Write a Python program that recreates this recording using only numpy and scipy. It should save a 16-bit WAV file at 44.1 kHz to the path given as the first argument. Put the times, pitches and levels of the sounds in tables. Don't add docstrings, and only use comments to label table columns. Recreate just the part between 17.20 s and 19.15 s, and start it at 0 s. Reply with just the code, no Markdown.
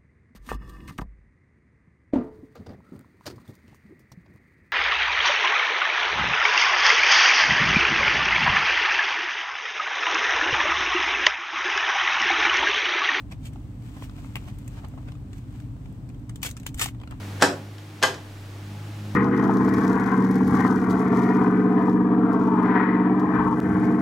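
import sys
import numpy as np
from scipy import signal
from scipy.fft import rfft, irfft
from scipy.io import wavfile

SR = 44100
rng = np.random.default_rng(int(sys.argv[2]) if len(sys.argv) > 2 else 0)


def unload_wav(signal):
    wavfile.write(
        sys.argv[1],
        SR,
        np.round(np.clip(np.atleast_2d(signal).T, -1, 1) * 32767).astype(np.int16),
    )


N = 85995
T = np.arange(N) / SR
HZ = np.fft.rfftfreq(N, 1 / SR)

# (time [s], ring level [dB], ring build-up [s], time until the shaft settles [s])
DETENTS = [(0.2226, 3, 0.00053, 0.028), (.8320, 2.5, 0.0012, 0.025)]
# (time [s], level [dB])
HUM_LEVEL = [(0, -33), (.18, -30.5), (.3, -38.5), (.5, -35.5), (.8, -40.5), (1.05, -38.5), (1.3, -34.5),
             (1.6, -32.5), (1.92, -31)]


def amp(db):
    return 10 ** (np.asarray(db) / 20)


def unit(x):
    return x / np.sqrt(np.mean(x ** 2) + 1e-20)


def read(points, hz):
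    f, value = np.transpose(points)
    return np.interp(np.log(hz + 1), np.log(f + 1), value)


def curve(points):
    return np.interp(T, *np.transpose(points))


def add(mix, s, sound):
    part = mix[:, round(s * SR):][:, :sound.shape[1]]
    part += sound[:, :part.shape[1]]


def noise(size, gain, likeness):
    hz = np.fft.rfftfreq(size, 1 / SR)
    mid, side = np.exp(2j * np.pi * rng.random((2, len(hz))))
    same = np.clip(read(likeness, hz), -1, 1)
    mid = mid * np.sqrt(1 + same)
    side = side * np.sqrt(1 - same)
    return unit(irfft(np.array([mid + side, mid - side]) * gain(hz), size))


def narrow(hz, width):
    resonance = 1 / (1 + ((HZ - hz) / width) ** 2) ** 2
    return unit(irfft(np.exp(2j * np.pi * rng.random(len(HZ))) * resonance, N))


def fade(x, t60s, hold=0):
    hz, t, bands = signal.stft(x, SR, nperseg=128)
    t60 = np.maximum(read(t60s, hz), 1e-3)[:, None]
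    loss_db = 60 * np.maximum(t - hold, 0) / t60
    return signal.istft(bands * amp(-loss_db), SR, nperseg=128)[1][:, :x.shape[1]]


def blow(start, db, tilt_db, rise, length):
    # (frequency [Hz], spectrum at the first detent [dB per Hz], at the second [dB per Hz])
    clack_spectrum = [(70, -38, -36), (164, -11, -6.5), (272, -9, -7.5), (650, -1.5, -1.5),
                      (1296, -8.5, -5.5), (1726, 4, 4), (2040, -9.5, -8.5), (3200, -6.5, -2.5),
                      (5140, -9.5, -7.5), (8140, -11.5, -14.5), (10550, -25.5, -27), (12000, -19, -22),
                      (14000, -54, -72)]
    # (frequency [Hz], t60 [s])
    clack_t60 = [(200, 0.053), (1500, 0.093), (5000, 0.1), (12000, 0.12)]
    # (frequency [Hz], likeness [-1 to 1])
    clack_likeness = [(200, 1), (600, 0.98), (1500, 0.85), (5000, 0.88), (12000, 0.75)]
    ring_share = 0.37

    detent = np.argmin([abs(start - s) for s, *_ in DETENTS])
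    colour = [(hz, dbs[detent]) for hz, *dbs in clack_spectrum]

    def spectrum(hz):
        tilt = tilt_db * np.log2(np.maximum(hz, 500) / 2000)
        return amp(read(colour, hz) + tilt)

    ring = noise(size=8192, gain=spectrum, likeness=clack_likeness)
    t = np.arange(ring.shape[1]) / SR
    attack = np.minimum(t / rise, 1)
    crack = ring_share + (1 - ring_share) * np.exp(-(t / length) ** 2)
    return amp(db) * attack * crack * fade(ring, clack_t60, hold=rise)


def switch_blows():
    # (time [s], level [dB], tilt [dB per octave], rise [s], crack length [s])
    blows = [(0.194, -31.5, -4.5, 0.016, 0.037), (0.2119, -22, -3, 0.0004, 0.0084),
             (0.2201, -17.5, -1.5, 0.00074, 0.009), (0.2231, -7.5, -1.84, 0.00031, 0.0049),
             (0.2288, -16, 0, 0.00049, 0.0042), (0.2372, -18.5, -3.5, 0.0015, 0.0026),
             (0.58, -43, 1.5, 0.0033, 0.0049), (0.816, -33, -3.5, 0.0056, 0.015),
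             (0.826, -15, -0.5, 0.00082, 0.009), (.8325, -16, 4.5, 0.0016, 0.0037),
             (0.8354, -16.5, -3, 0.0013, 0.017), (0.941, -37.5, -0.5, 0.0015, 0.015)]
    clacks = np.zeros((2, N))
    for row in blows:
        add(clacks, row[0], blow(*row))
    return clacks


def cabinet():
    mode_hz = [152, 286, 388, 497, 516, 642, 680, 823, 936, 1078, 1198, 1339, 1466, 1592, 1613, 1712, 1790,
               2016, 3088]
    mode_db = [
        [-13, -7.5, -17, -17, -36, -20, -24, -17, -24, -34, -31, -25, -23, -21, -36, -21, -20, -40, -34],
        [-29, -26, -32, -36, -23, -24, -26, -23, -35, -25, -23, -36, -28, -17, -18.5, -24, -35, -23, -22.5],
    ]
    mode_t60 = [.3, .2, .25, .24, .28, .22, .22, .28, .22, .27, .23, .2, .18, .16, .26, .2, .17, .34, .26]
    spread = 0.33
    settled_share = 0.31
    swing_s, swing_hz = 0.023, 305

    out, t = np.zeros((2, N)), T[:SR]
    for (start, level_db, build, settle), levels in zip(DETENTS, mode_db):
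        ring = np.zeros((2, SR))
        skews = rng.standard_normal(len(mode_hz))
        for hz, db, t60, skew in zip(mode_hz, levels, mode_t60, skews):
            phase = spread * skew * min(hz / 1000, 1) * np.array([[1], [-1]])
            swing_up = build + swing_s * (swing_hz / hz) ** 1.83
            swell = 1 - np.exp(-(t / swing_up) ** 2)
            decay = np.exp(-np.log(1000) * t / t60)
            ring += amp(db) * swell * decay * np.sin(2 * np.pi * hz * t + phase)
        chatter = np.exp(-(t / settle) ** 6)
        add(out, start, amp(level_db) * ring * (settled_share + (1 - settled_share) * chatter))
    return out


def room(x):
    # (frequency [Hz], t60 [s])
    room_t60 = [(120, 0.72), (500, 0.39), (1500, 0.28), (4000, 0.26), (8000, 0.25), (13000, 0.24)]
    # (frequency [Hz], likeness [-1 to 1])
    room_likeness = [(150, 1), (500, 0.94), (1500, 0.24), (6000, 0.54), (11000, 0.65)]
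    delay_s = 0.0092

    tail = fade(noise(size=32768, gain=np.ones_like, likeness=room_likeness), room_t60)
    tail = tail * np.clip(T[:tail.shape[1]] / delay_s - .5, 0, 1)
    return signal.fftconvolve(x.mean(0)[None], tail / np.linalg.norm(tail[0]), axes=1)[:, :N]


def switch_in_room():
    # (frequency [Hz], left minus right [dB])
    balance = [(200, -1.5), (500, 0.5), (1000, -0.5), (2000, 0.5), (4000, 1.3), (10000, -0.2)]
    clack_send_db, ring_send_db = -4, -12.5
    low_cut_hz = 93

    clacks, ring = switch_blows(), cabinet()
    switch = clacks + ring + room(amp(clack_send_db) * clacks + amp(ring_send_db) * ring)
    low_cut = signal.butter(2, low_cut_hz, "highpass", fs=SR, output="sos")
    switch = signal.sosfilt(low_cut, switch)
    return irfft(rfft(switch) * amp(read(balance, HZ) * np.array([[.5], [-.5]])), N)


def hum():
    # (time [s], pitch [Hz])
    pitch = [(0, 99), (.5, 102.5), (1.0, 100.0), (1.45, 100.5), (1.7, 104.5), (1.95, 102.5)]
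    # (multiple of the pitch, level before the hum's own level [dB], rms waver [share of the level])
    partials = [(1, -3.5, 0.033), (2, -19.5, 0.96), (3, -22, 0.27)]
    turns = np.cumsum(curve(pitch)) / SR
    tone = np.zeros(N)
    for multiple, db, waver in partials:
        level = amp(db) * (1 + waver * narrow(0, 5))
        tone += level * np.sqrt(2) * np.sin(2 * np.pi * round(multiple) * turns)
    return amp(curve(HUM_LEVEL)) * tone


def drones():
    # (frequency [Hz], width [Hz], level at the mean hum level [dB])
    resonances = [(26.3, 1.6, -59.5), (53.35, 1.6, -63), (135, 18, -53.5), (154.5, 4.8, -52.5),
                  (302, 13, -53.5), (690, 2.1, -74.5), (834.4, 5.5, -64)]
    follow = 0.45
    level_db = curve(HUM_LEVEL)
    bands = sum(amp(db) * narrow(hz, width) for hz, width, db in resonances)
    return amp(follow * (level_db - level_db.mean())) * bands


def hiss():
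    # (frequency [Hz], level [dB per Hz])
    hiss_spectrum = [(20, -55), (65, -20), (110, -30.5), (200, -15.5), (330, -16), (450, -22), (800, -24.5),
                     (1600, -26.5), (3000, -30.5), (6000, -37), (10000, -44), (15800, -47.5)]
    # (time [s], level [dB])
    hiss_level = [(0, -41.5), (.2, -41.5), (.5, -48), (.8, -46.5), (1.2, -46.5), (1.9, -44.5)]
    # (frequency [Hz], likeness [-1 to 1])
    hiss_likeness = [(60, 0.96), (180, 1.0), (550, 0.84), (1650, 0.34), (4970, 0.53), (15000, 1)]
    air = noise(size=N, gain=lambda hz: amp(read(hiss_spectrum, hz)), likeness=hiss_likeness)
    return amp(curve(hiss_level)) * air


def scene():
    return switch_in_room() + hum() + drones() + hiss()


def record(dry):
    edge_hz = 15900
    low_pass = signal.firwin(511, edge_hz, window=("kaiser", 9), fs=SR)
    return signal.oaconvolve(np.clip(dry, -1, 1), low_pass[None], "same")


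dry = scene()
out = record(dry)
unload_wav(out)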